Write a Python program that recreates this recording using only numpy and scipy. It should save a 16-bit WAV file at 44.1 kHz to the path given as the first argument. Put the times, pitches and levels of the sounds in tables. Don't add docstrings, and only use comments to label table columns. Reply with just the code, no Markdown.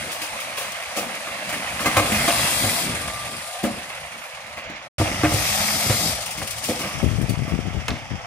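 import sys
import numpy as np
from scipy import signal
from scipy.fft import rfft, irfft
from scipy.io import wavfile
from scipy.ndimage import uniform_filter1d

SR = 44100
rng = np.random.default_rng(int(sys.argv[2]) if len(sys.argv) > 2 else 0)


def file_out(sig):
    cols = np.atleast_2d(sig).T
    lim = np.clip(cols, -1, 1)
    pcm = np.round(lim * 32767).astype(np.int16)
    wavfile.write(sys.argv[1], SR, pcm)


N = 364266
T = np.arange(N) / SR
HZ = np.fft.rfftfreq(1024, 1 / SR)
FRAME_S = np.arange(N // 256 + 5) * 256 / SR

# start t/s, end t/s
STOPS = [(0, 4.885), (4.982, 8.26)]

# f/Hz, left-right likeness (1 = alike)
LIKENESS = [(60, 0.95), (300, 1), (700, 0.96), (1400, 0.091), (2500, 1), (4000, 0.051), (15000, 0.065)]
# f/Hz, left-right level/dB
PORT_LEAN = [
    [(200, 3), (500, 3.5), (770, -3), (1150, 1), (1800, -3.5), (2700, -7), (3600, 0.5), (4900, 8.5),
     (6200, 5.5), (7600, 2.5), (9300, 12.5), (10600, 9.5), (12000, 5.5), (16000, -1.5)],
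    [(200, 11), (500, 7), (770, -6), (1100, 5), (1800, -4), (2700, -5), (3900, 2.5), (4900, 12.5),
     (6200, 8.5), (7400, -1), (9200, 17.5), (10600, 12.5), (12000, 9.5), (16000, -8)],
]
LAG_S = 4 / SR
PATCHY_DB = 1.5

# f/Hz, relative level/dB per Hz
ENGINE_COLOUR = [
    [(300, -48), (420, -44), (520, -1), (700, 1.5), (850, -3), (1000, -3.5), (1200, -2), (1420, -4.5),
     (2100, -1), (2600, -3), (3200, -7.5), (4800, -16), (7000, -17), (9500, -48), (16000, -82)],
    [(300, -28), (440, -20), (520, -5.5), (700, 0.5), (850, -3.5), (1030, -9), (1250, -2.5), (1500, -9),
     (2100, -2.5), (2600, -6), (3400, -9.5), (4100, -23.5), (5500, -14.5), (8000, -26), (9000, -61),
     (16000, -94)],
]
# t/s, engine level/dB, resting hiss of the oil lines level/dB
RUNNING = [
    [(0, -33, -38.5), (.71, -34, -42), (1.34, -33.5, -41.5), (1.82, -30, -37.5), (2.0, -26.5, -33),
     (2.33, -26, -28), (2.65, -30, -28), (2.87, -28.5, -34), (3.116, -34, -37.5), (3.512, -37, -39),
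     (3.778, -36.5, -43), (4.578, -38.5, -52.5), (4.72, -37, -65), (4.885, -41, -55.5)],
    [(4.982, -28, -34), (5.17, -30.5, -37), (5.5, -27.5, -34.5), (6.12, -31, -33.5), (6.17, -35, -34),
     (6.43, -38.5, -41.5), (6.69, -35, -35), (6.87, -32.5, -38.5), (7.3, -38.5, -47.5),
     (8.26, -38.5, -58.5)],
]
THROB_PER_S = 17
THROB_WORK_DB, THROB_IDLE_DB = -0.5, 1.5
RATTLE_DB = 1.5

# f/Hz, relative level/dB per Hz
OIL_COLOUR = [
    [(1650, -11.5), (2800, -8), (2880, -27), (3240, 6), (3510, 2), (3860, 3), (4800, -1), (6770, -2.5),
     (7550, 0.5), (10300, -1.5), (11400, -3), (13000, -3), (15100, -4), (16000, -53)],
    [(1650, -33), (2800, -24), (2930, -28), (3170, 1), (3690, 3.5), (4770, 0), (6070, 0.5), (6570, 0.5),
     (8240, 1), (9890, -5.5), (10600, -3), (14600, -2.5), (15500, -26), (16000, -38)],
]
# f/Hz, width/Hz (30 at least is used), relative level/dB
PIPES = [
    [(3040, 110, 4), (4580, 24, -35), (4820, 27, 23), (7600, 230, 6), (8600, 58, -18), (9600, 38, -20),
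     (8850, 120, -4), (10200, 38, -2.5), (10400, 50, -2), (10400, 200, -2)],
    [(3260, 140, -1.5), (4270, 92, -1.5), (4710, 85, 0.5), (5120, 26, 4), (6020, 180, -2), (7320, 39, 2.5),
     (7540, 32, -3), (9350, 170, -20), (10600, 91, -25), (11700, 38, -5)],
]
# valve opens t/s, full flow t/s, middle of the shutting t/s, hiss level/dB
STROKES = [(1.79, 2.5, 2.87, -28.5), (5.194, 5.484, 6.145, -27)]
WHISTLE = 4.0
EASE_S, EASE_DB, SHUT_S = 0.061, -3.5, 0.066
REST_TOP_HZ, REST_DULL_DB = 10500, -6
TICK_HZ, TICK_DB, TICK_THROB = (8800, 10200), -2, 2.2

# f/Hz, relative level/dB per Hz
HOPPER_COLOUR = [(12, -56), (20, -8.5), (87, -7.5), (162, -5), (215, -1.5), (307, -8), (414, -12.5),
                 (600, -14), (780, -52), (1320, -120)]
# t/s, level/dB, left-right level/dB
HOPPER_BOOM = [
    [(0, -43, 3), (.2, -52.5, 3), (1.28, -56, 3.5), (1.56, -50, 0.5), (1.99, -35.5, -1),
     (2.09, -25.5, -4.5), (2.75, -41, -2), (3.1, -37.5, 1), (3.25, -41.5, 1.5), (3.55, -57, -2),
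     (3.72, -41, -3), (4.3, -57.5, 2), (4.55, -49, 3), (4.885, -52.5, 3)],
    [(4.982, -27.5, -10), (5.158, -31, -11), (5.408, -24.5, -11), (5.692, -38.5, -11), (6.146, -31, -10),
     (6.32, -47, -7), (6.42, -35, 3), (6.6, -41, -8), (6.9, -40, -10), (7.0, -39, 30), (8.26, -51.5, 20)],
]
# loudest t/s, level/dB, slope either side/dB per s
SHIFTS = [(.08, -39, 107), (.34, -52, 150), (.5, -47.5, 118), (.67, -49.5, 108), (1.1, -39.5, 91),
          (1.41, -45, 102), (1.6, -37.5, 100), (1.85, -37, 107), (2.09, -30, 60), (2.252, -32.5, 58),
          (2.45, -36.5, 39), (2.71, -32.5, 67), (2.91, -33.5, 80), (3.03, -38.5, 130), (3.32, -36, 243),
          (3.39, -50, 200), (3.78, -31, 186), (4.16, -47, 192), (4.48, -54.5, 200), (4.72, -46.5, 129),
          (5.12, -31, 151), (5.408, -38.5, 35), (5.836, -36, 46), (6.04, -35, 92), (6.408, -43, 135),
          (6.664, -40.5, 250), (6.86, -32.5, 153), (7.0, -56, 20)]
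DRUM_REST_DB, BOOM_LUMPS_DB = -78, 1.0

# t/s, level/dB, t60/s
TICKS = [(0.113, -32, 0.37), (0.399, -31.5, 0.19), (0.718, -28, 0.05), (1.147, -30, 0.064),
         (1.4894, -30, 0.16), (4.3464, -39, 0.047), (4.4924, -49, 0.1), (6.2218, -28, 0.061),
         (6.2562, -28.5, 0.13), (6.306, -30, 0.16), (6.3704, -37, 0.092), (6.4248, -29, 0.048),
         (6.47, -28.5, 0.14), (6.5046, -27, 0.13), (6.5804, -26, 0.062), (6.6356, -27.5, 0.42),
         (6.789, -35, 0.22), (7.2135, -35, 0.078), (7.291, -29, 0.12), (7.9694, -46, 0.046)]
# f/Hz, relative level/dB per Hz
SCRAPE_COLOUR = [(1200, -36), (2500, 1), (4500, -4.5), (7000, -4), (9500, -6.5), (12000, -8.5),
                 (16000, -10.5)]

# t/s, clang level/dB, drum level/dB, boom level/dB,
# treble level/dB, build-up/s, rattle length/s, clang centre f/Hz, drum centre f/Hz
KNOCKS = [(0.216, -35, -38.5, -64, -32, 0.0017, 0.046, 2070, 325),
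          (0.566, -28.5, -75, -65, -29.5, 0.013, 0.071, 1670, 428),
          (.822, -33, -75, -66, -38, 0.004, 0.013, 2300, 300),
          (0.957, -24.5, -29.5, -50, -26.5, .015, 0.054, 700, 264),
          (1.27, -31, -43, -64, -47, 0.0025, 0.042, 1180, 207),
          (1.524, -30.5, -45, -66, -37, 0.0025, 0.051, 2190, 231),
          (1.801, -27.5, -32.5, -47, -32, 0.0033, 0.093, 1210, 207),
          (1.856, -17.5, -24.5, -26, -26.5, 0.0027, 0.027, 1040, 229),
          (1.966, -14.5, -24, -18, -22, 0.0022, 0.033, 1150, 310),
          (1.993, -19, -27, -42, -42, 0.0038, 0.012, 693, 250),
          (2.119, -25.5, -21.5, -35, -30, 0.0021, 0.089, 2210, 221),
          (2.277, -20, -23, -42, -24, 0.0024, 0.029, 810, 290),
          (2.635, -25.5, -26.5, -20.5, -39, 0.0019, 0.042, 710, 151),
          (3.627, -23.5, -18, -33, -30.5, .011, 0.033, 540, 248),
          (3.901, -33.5, -53, -60, -52, .002, 0.015, 2260, 229),
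          (4.564, -33, -43, -64, -46, .008, 0.042, 2180, 218),
          (4.697, -52, -35, -68, -52, 0.0018, 0.024, 638, 278),
          (4.997, -26, -20, -14.5, -35, 0.003, 0.014, 517, 250),
          (5.008, -20.5, -19.5, -22, -35, 0.0045, 0.013, 640, 300),
          (5.233, -18, -14, -16.5, -38, 0.0017, 0.026, 790, 310),
          (5.311, -27, -28, -22, -31, 0.0036, 0.013, 592, 200),
          (5.334, -27, -28, -18, -27, 0.0032, 0.045, 620, 287),
          (5.859, -31, -36, -23, -38, 0.00187, 0.021, 1160, 288),
          (5.895, -22.5, -23, -14, -43, 0.0023, 0.03, 680, 161),
          (6.376, -35, -36, -60, -36.5, 0.0021, 0.037, 2060, 151),
          (6.415, -30.5, -36, -31, -42, 0.0025, 0.057, 795, 188),
          (6.679, -23, -20, -28, -35, .014, 0.034, 600, 297),
          (6.786, -30.5, -30.5, -41, -39, 0.022, 0.11, 1450, 300),
          (7.027, -37, -45, -39, -43, 0.0015, 0.025, 549, 164),
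          (7.478, -33.5, -32, -35, -47, 0.0013, 0.062, 775, 151),
          (7.88, -25, -35, -30, -37, 0.002, 0.012, 1920, 272),
          (7.897, -31, -32, -28, -57, 0.0019, 0.022, 785, 200),
          (7.914, -38, -25, -27, -57, .002, 0.013, 560, 274)]
# f/Hz, relative level/dB, t60/s
PLATE = [(545, -1, 0.13), (590, 1, 0.14), (700, 6, 0.08), (790, 1, 0.06), (1100, -1, 0.05),
         (1170, -1, 0.15), (1205, 7, 0.045), (1285, 0, 0.07), (1590, 9, 0.025), (1740, -3, 0.033),
         (2120, 12.5, 0.036), (2485, 14.5, 0.026), (2660, -4.5, 0.02), (3380, -8, 0.036),
         (3940, -28, 0.023), (4250, 4, 0.035)]
# f/Hz, relative level/dB, t60/s
THUDS = [(171, -12, 0.18), (214, -4.5, 0.23), (247, 1, 0.13), (305.8, 5, 0.16), (343, -9, 0.078)]
# f/Hz, relative level/dB, t60/s
BODY = [(64.6, -24.5, 0.1), (101.6, 9.5, 0.17), (126.4, 9, 0.08)]
# start t/s, end t/s
FREE_RING = [(1.84, 2.3), (3.6, 3.7), (5.2, 5.3)]
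DAMPED = .45
DETUNE = .01
CLANG_PAN_DB = -1
DULL_HZ, BRIGHT_HZ = 690, 1600
FOCUS_DULL_DB, FOCUS_MID_DB, FOCUS_BRIGHT_DB, THUD_FOCUS_DB = 8.5, 8.5, 9, 18
FIRST_PUSH = 5.9

# t/s, level/dB, top f/Hz, t60/s
CRACKS = [(5.01, -27, 1500, 0.13), (1.967, -20, 3500, .08), (2.2795, -21, 1500, 0.06),
          (2.287, -20, 2980, 0.095), (2.305, -20, 2800, 0.068), (3.64, -27, 2300, 0.2),
          (5.245, -19, 2500, .08), (5.251, -22, 2900, .1), (5.897, -22.5, 2600, 0.16),
          (6.695, -34, 2600, 0.2), (6.417, -27, 2500, 0.055), (7.8813, -23, 6640, 0.054),
          (7.904, -24, 4180, 0.055)]
CRACK_LOW_HZ = 448

# start t/s, end t/s, start f/Hz, end f/Hz,
# level/dB, growth/dB, fast wobble as a share of the pitch
TONES = [(2.3, 2.58, 2690, 2760, -36, 5, 0.003), (2.3, 2.95, 1940, 2060, -40, 0, .008),
         (2.4, 2.8, 1970, 1985, -45, 2, .005), (3.03, 3.22, 2050, 2050, -52, 0, 0.0049),
         (2.83, 3.07, 1205, 1182, -43, 2, .004), (3.0, 3.4, 1180, 1187, -41, -5, .004),
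         (3.4, 3.63, 1200, 1207, -45, 0, 0.004), (3.44, 3.66, 630, 790, -38, 7, 0.05),
         (2.4, 2.9, 4790, 4800, -47, 0, 0.0029), (2.5, 2.85, 3600, 4260, -47, 0, 0.00196),
         (5.5, 6.1, 4825, 4825, -42, -2, 0.0021), (5.484, 6, 205, 210, -37.5, 1.5, .005)]
TONE_ENDS_DB, TONE_FADE_S = -2.5, .04

# middle t/s, half length/s, level/dB, low f/Hz, high f/Hz
PUFF = (4.245, .055, -52, 9500, 13200)

# f/Hz, relative level/dB per Hz
GUST_COLOUR = [(12, -54), (20, -19), (58, 2), (119, 1), (253, -5), (300, -10), (400, -14.5), (700, -24.5),
               (1000, -39), (1300, -69), (2200, -120)]
# start t/s, held/s, level/dB in the mean of both ports
GUSTS = [(6.935, 0.019, -33.5), (7.026, 0.045, -19.5), (7.11, .05, -30), (7.183, 0.053, -23.5),
         (7.283, 0.034, -23.5), (7.34, .03, -32), (7.385, 0.069, -28), (7.475, .02, -33),
         (7.521, 0.042, -24), (7.582, 0.0099, -29), (7.655, 0.03, -27.5), (7.736, 0.049, -28),
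         (7.895, 0.034, -28.5), (8.113, 0.018, -28)]
# t/s, pulse size (negative for a pull)
PUSHES = [(7.03, 2), (7.043, 3), (7.065, -2), (7.188, -3), (7.214, 2), (7.243, 2), (7.295, 2.5), (7.322, 2),
          (7.34, 2), (7.393, 2), (7.422, 2), (7.54, 2), (7.59, 2), (7.774, 2), (8.117, 2.5)]
GUST_RISE, GUST_FALL = 1300, 300

# t/s, first f/Hz, settled f/Hz, level/dB, t60/s
PING = (7.291, 4640, 4470, -31, .085)

EDGE_HZ = 15750


def gain_of(db):
    return 10 ** (np.asarray(db) / 20)


def evened(x):
    return x / np.sqrt(np.mean(x ** 2) + 1e-20)


def read(points, hz):
    f, value = np.transpose(points)
    return np.interp(np.log(hz + 1), np.log(f + 1), value)


def follow(tables, column):
    rows = np.vstack(tables)
    return np.interp(T, rows[:, 0], rows[:, column])


def smoothed(x, width):
    return uniform_filter1d(uniform_filter1d(x, width), width)


def slow(width):
    return evened(smoothed(rng.standard_normal(N), width))


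def filtered(x, order, hz, kind):
    return signal.sosfilt(signal.butter(order, hz, kind, fs=SR, output="sos"), x)


def low_part(x, order, hz):
    return signal.sosfiltfilt(signal.butter(order, hz, fs=SR, output="sos"), x)


def panned(db):
    return np.array([[.5], [-.5]]) * db


def by_stop(first, second):
    return np.where(FRAME_S < STOPS[1][0], first[:, None], second[:, None])


def noise(field_db, patchy_db):
    a, b, c, d, patches = rng.standard_normal((len(FRAME_S), 513, 5), dtype=np.float32).T
    patches = evened(uniform_filter1d(uniform_filter1d(patches, 8, 0), 12, 1))
    same = np.clip(read(LIKENESS, HZ), -1, 1)[:, None]
    lean = gain_of(by_stop(*(read(points, HZ) / 2 for points in PORT_LEAN)))
    left = a + 1j * b
    right = same * left + np.sqrt(1 - same ** 2) * (c + 1j * d)
    right = right * np.exp(-2j * np.pi * HZ * LAG_S)[:, None]
    field = np.array([left * lean, right / lean]) * gain_of(field_db + patchy_db * patches)
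    out = signal.istft(field, nperseg=1024, noverlap=768)[1][:, :N]
    first = T < STOPS[1][0]
    return out / np.where(first, out[:, first].mean(0).std(), out[:, ~first].mean(0).std())


def peaks_db(at, db, rise, fall, held=0):
    rise, fall, held = (np.asarray(value)[..., None] for value in (rise, fall, held))
    late = T[::64] - at[:, None]
    slope = np.minimum(rise * late, np.minimum(fall * (held - late), 0))
    power = (gain_of(db[:, None] + slope) ** 2).sum(0)
    return np.interp(T, T[::64], 10 * np.log10(power + 1e-12))


def add(mix, s, sound):
    part = mix[..., round(s * SR):][..., :sound.shape[-1]]
    part += sound[..., :part.shape[-1]]


def throb():
    turns = np.cumsum(THROB_PER_S * (1 + 0.056 * slow(4000))) / SR
    beat = uniform_filter1d(np.exp(-(turns % 1) / 0.59), 150)
    idle = sum((T > stroke[2]) & (T < stop[1]) for stroke, stop in zip(STROKES, STOPS))
    depth_db = np.where(idle, THROB_IDLE_DB, THROB_WORK_DB)
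    return depth_db * evened(beat - beat.mean()) * (1 + 0.1 * slow(3000))


def engine(beat_db):
    clatter = noise(by_stop(*(read(points, HZ) for points in ENGINE_COLOUR)), 1.34)
    low = low_part(clatter, 3, 3300)
    level = gain_of(follow(RUNNING, 1) + 0.67 * slow(900))
    low_gain = gain_of(0.052 * beat_db + RATTLE_DB * slow(200))
    return level * (low_gain * low + gain_of(beat_db) * (clatter - low))


def flow():
    total = np.zeros(N)
    for opens, full, shut, db in STROKES:
        ease_db = EASE_DB * np.clip(1 - (shut - T) / EASE_S, 0, 1)
        opening = (T - opens) / (full - opens)
        closing = (shut - T) / SHUT_S + .5
        total += gain_of(db + ease_db) * np.clip(np.minimum(opening, closing), 0, 1)
    return total


def oil(beat_db):
    colours = []
    for spectrum, pipes in zip(OIL_COLOUR, PIPES):
        lift = sum(gain_of(db) ** 2 / (1 + (2 * (HZ - hz) / max(width, 30)) ** 2) for hz, width, db in pipes)
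        colours.append(read(spectrum, HZ) + 10 * np.log10(1 + WHISTLE * lift / lift.max()))
    hiss = noise(by_stop(*colours), PATCHY_DB)
    low = low_part(hiss, 4, REST_TOP_HZ)
    rest, stroke = gain_of(follow(RUNNING, 2)), flow()
    low_level = np.hypot(rest, stroke)
    top_level = np.hypot(gain_of(REST_DULL_DB) * rest, stroke)
    steady = gain_of(0.44 * beat_db + 0.31 * slow(500)) * (low_level * low + top_level * (hiss - low))
    tick_noise = filtered(np.roll(hiss, 2000, axis=1), 2, TICK_HZ, "band")
    return steady + gain_of(TICK_DB + TICK_THROB * beat_db) * rest * tick_noise


def hopper():
    low = noise(read(HOPPER_COLOUR, HZ)[:, None], 2 * PATCHY_DB)
    boom = low_part(low, 4, 150)
    boom_level = gain_of(follow(HOPPER_BOOM, 1) + BOOM_LUMPS_DB * slow(900))
    at, db, slope = np.transpose(SHIFTS)
    drum_level = np.hypot(gain_of(peaks_db(at, db, slope, slope)), gain_of(DRUM_REST_DB))
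    drum_level = drum_level * gain_of(1.0 * slow(600))
    pan = gain_of(panned(follow(HOPPER_BOOM, 2)))
    return pan * (boom_level * evened(boom) + drum_level * evened(low - boom))


def tick_level():
    level, t = np.zeros(N), np.arange(SR // 6) / SR
    for s, db, t60 in TICKS:
        add(level, s, gain_of(db - 60 * t / t60) * np.minimum(t / 0.0056, 1))
    return level


def ring(modes, centre_hz, narrow_db, spread_db, lasting=1):
    t, out = np.arange(SR // 4) / SR, 0
    for (hz, db, t60), (u, v) in zip(modes, rng.standard_normal((len(modes), 2))):
        start_db = db - narrow_db * abs(np.log2(hz / centre_hz)) + spread_db * u
        decay = gain_of(start_db - 60 * t / (lasting * t60))
        out = out + decay * np.sin(2 * np.pi * hz * (1 + DETUNE * v) * t)
    return out


def struck(drive, body, db, low_hz):
    sound = filtered(signal.fftconvolve(drive, body[None], axes=1), 2, low_hz, "high")
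    loudest = np.sqrt(uniform_filter1d(sound.mean(0) ** 2, 400).max())
    return gain_of(db) * sound / loudest


def street(x):
    t = np.arange(SR // 2) / SR
    chance = rng.standard_normal((3, len(t))) * np.minimum(t / 0.051, 1)
    hz, s, z = signal.stft(chance, SR, nperseg=512)
    t60 = read([(100, 0.36), (300, 0.45), (700, 0.58), (2000, 0.49)], hz)[:, None]
    tail = signal.istft((z[0] + .5 * z[1:]) * gain_of(-60 * s / t60), SR, nperseg=512)[1]
    return signal.oaconvolve(x, tail / np.linalg.norm(tail[0]), axes=1)[:, :N]


def knocks():
    out, treble = np.zeros((2, N)), tick_level()
    t = np.arange(SR // 6) / SR
    for s, clang_db, drum_db, boom_db, treble_db, rise, length, clang_hz, drum_hz in KNOCKS:
        dull, contact = clang_hz < DULL_HZ, round(rise * SR)
        build = np.minimum(t / rise, 1)
        held = np.exp(-(np.maximum(t - rise, 0) / length) ** 2) * build
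        rattle = rng.standard_normal((2, len(t))) * (rng.random(len(t)) < 900 / SR) * held
        rattle[:, contact] = 0.9 if dull or rise > .005 else 1.8
        rattle[1] = np.roll(0.89 * rattle[0] + 0.2 * rattle[1], round(LAG_S * SR))

        near_contact = abs(np.arange(len(t)) - contact) < 10
        weight = np.exp(-t / length) * np.where(near_contact, FIRST_PUSH, 1)
        push = uniform_filter1d(rattle * weight, 50)
        strike = smoothed(rattle, 24) if dull else rattle

        lasting = 1 if any(start < s < end for start, end in FREE_RING) else DAMPED
        focus_db = FOCUS_DULL_DB if dull else FOCUS_BRIGHT_DB if clang_hz > BRIGHT_HZ else FOCUS_MID_DB
        plate = ring(PLATE, clang_hz, focus_db, spread_db=1.8, lasting=lasting)
        bins = ring(THUDS, drum_hz, THUD_FOCUS_DB, spread_db=3.7, lasting=np.sqrt(lasting))
        body = ring(BODY, 92, narrow_db=0, spread_db=1.0)
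        add(out, s, struck(strike, plate, clang_db + panned(CLANG_PAN_DB), low_hz=400))
        add(out, s, struck(push, bins, drum_db, low_hz=140))
        add(out, s, struck(push, body, boom_db, low_hz=60))
        add(treble, s, gain_of(treble_db) * (0.22 * held + 0.81 * np.exp(-t / length)) * build)
    out = out + cracks() + puff() + ping()
    bright = noise(read(SCRAPE_COLOUR, HZ)[:, None], PATCHY_DB)
    return out + gain_of(-9.5) * street(out) + treble * bright


def cracks():
    out, t = np.zeros((2, N)), np.arange(SR // 6) / SR
    for s, db, top_hz, t60 in CRACKS:
        burst = rng.standard_normal(len(t)) + 0.24 * rng.standard_normal((2, len(t)))
        burst = evened(filtered(burst, 3, [CRACK_LOW_HZ, top_hz], "band"))
        add(out, s, gain_of(db - 60 * t / t60) * np.minimum(t / 0.00063, 1) * burst)
    return out


def hums():
    out = np.zeros(N)
    for start, end, first_hz, last_hz, db, growth_db, rough in TONES:
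        along = np.clip((T - start) / (end - start), 0, 1)
        fade = np.clip(np.minimum(T - start, end - T) / TONE_FADE_S, 0, 1)
        swell_db = TONE_ENDS_DB * (2 * along - 1) ** 2 + growth_db * (along - .5)
        wobble = 1 + 0.00272 * slow(1500) + rough * slow(150)
        turns = np.cumsum((first_hz + (last_hz - first_hz) * along) * wobble) / SR
        level = np.sqrt(2) * gain_of(db + 1.8 * slow(1500) + swell_db)
        out += level * fade * np.sin(2 * np.pi * turns)
    return out


def puff():
    s, half, db, low_hz, high_hz = PUFF
    air = filtered(rng.standard_normal((2, N)), 3, [low_hz, high_hz], "band")
    return gain_of(db) * np.exp(-((T - s) / half) ** 2) * evened(air)


def wind():
    eddies = gain_of(1.8 * np.minimum(rng.exponential(1, N), 3)) * (rng.random(N) < 130 / SR)
    eddies *= np.where(rng.random(N) < .7, 1, -1)
    for s, size in PUSHES:
        eddies[round(s * SR)] = size
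    colour = gain_of(read(GUST_COLOUR, np.fft.rfftfreq(N, 1 / SR)))
    pulses = irfft(rfft(eddies) * colour, N)
    steady = pulses / np.sqrt(uniform_filter1d(pulses ** 2, 3500) + 1e-20)
    at, held, db = np.transpose(GUSTS)
    left = 2 * gain_of(peaks_db(at, db, GUST_RISE, GUST_FALL, held)) * steady
    return left * gain_of([[0], [-24]])


def ping():
    out, t = np.zeros((2, N)), np.arange(SR // 6) / SR
    s, first_hz, settled_hz, db, t60 = PING
    hz = settled_hz + (first_hz - settled_hz) * np.exp(-t / 0.008)
    tone = np.sin(2 * np.pi * np.cumsum(hz) / SR)
    add(out, s, gain_of(db - 60 * t / t60) * np.minimum(t / 0.002, 1) * tone[None])
    return out


def scene():
    beat_db = throb()
    return engine(beat_db) + oil(beat_db) + hopper() + knocks() + hums() + wind()


def record(dry):
    thin = filtered(dry, 3, 55, "high")
    fade_out = (STOPS[0][1] - T) / 0.015
    fade_in = (T - STOPS[1][0]) / 0.0012
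    on = np.clip(np.maximum(fade_out, fade_in), 0, 1)
    band_limit = signal.firwin(801, EDGE_HZ, window=("kaiser", 11), fs=SR)
    return signal.oaconvolve(thin * on, band_limit[None], "same")


dry = scene()
out = record(dry)
file_out(out)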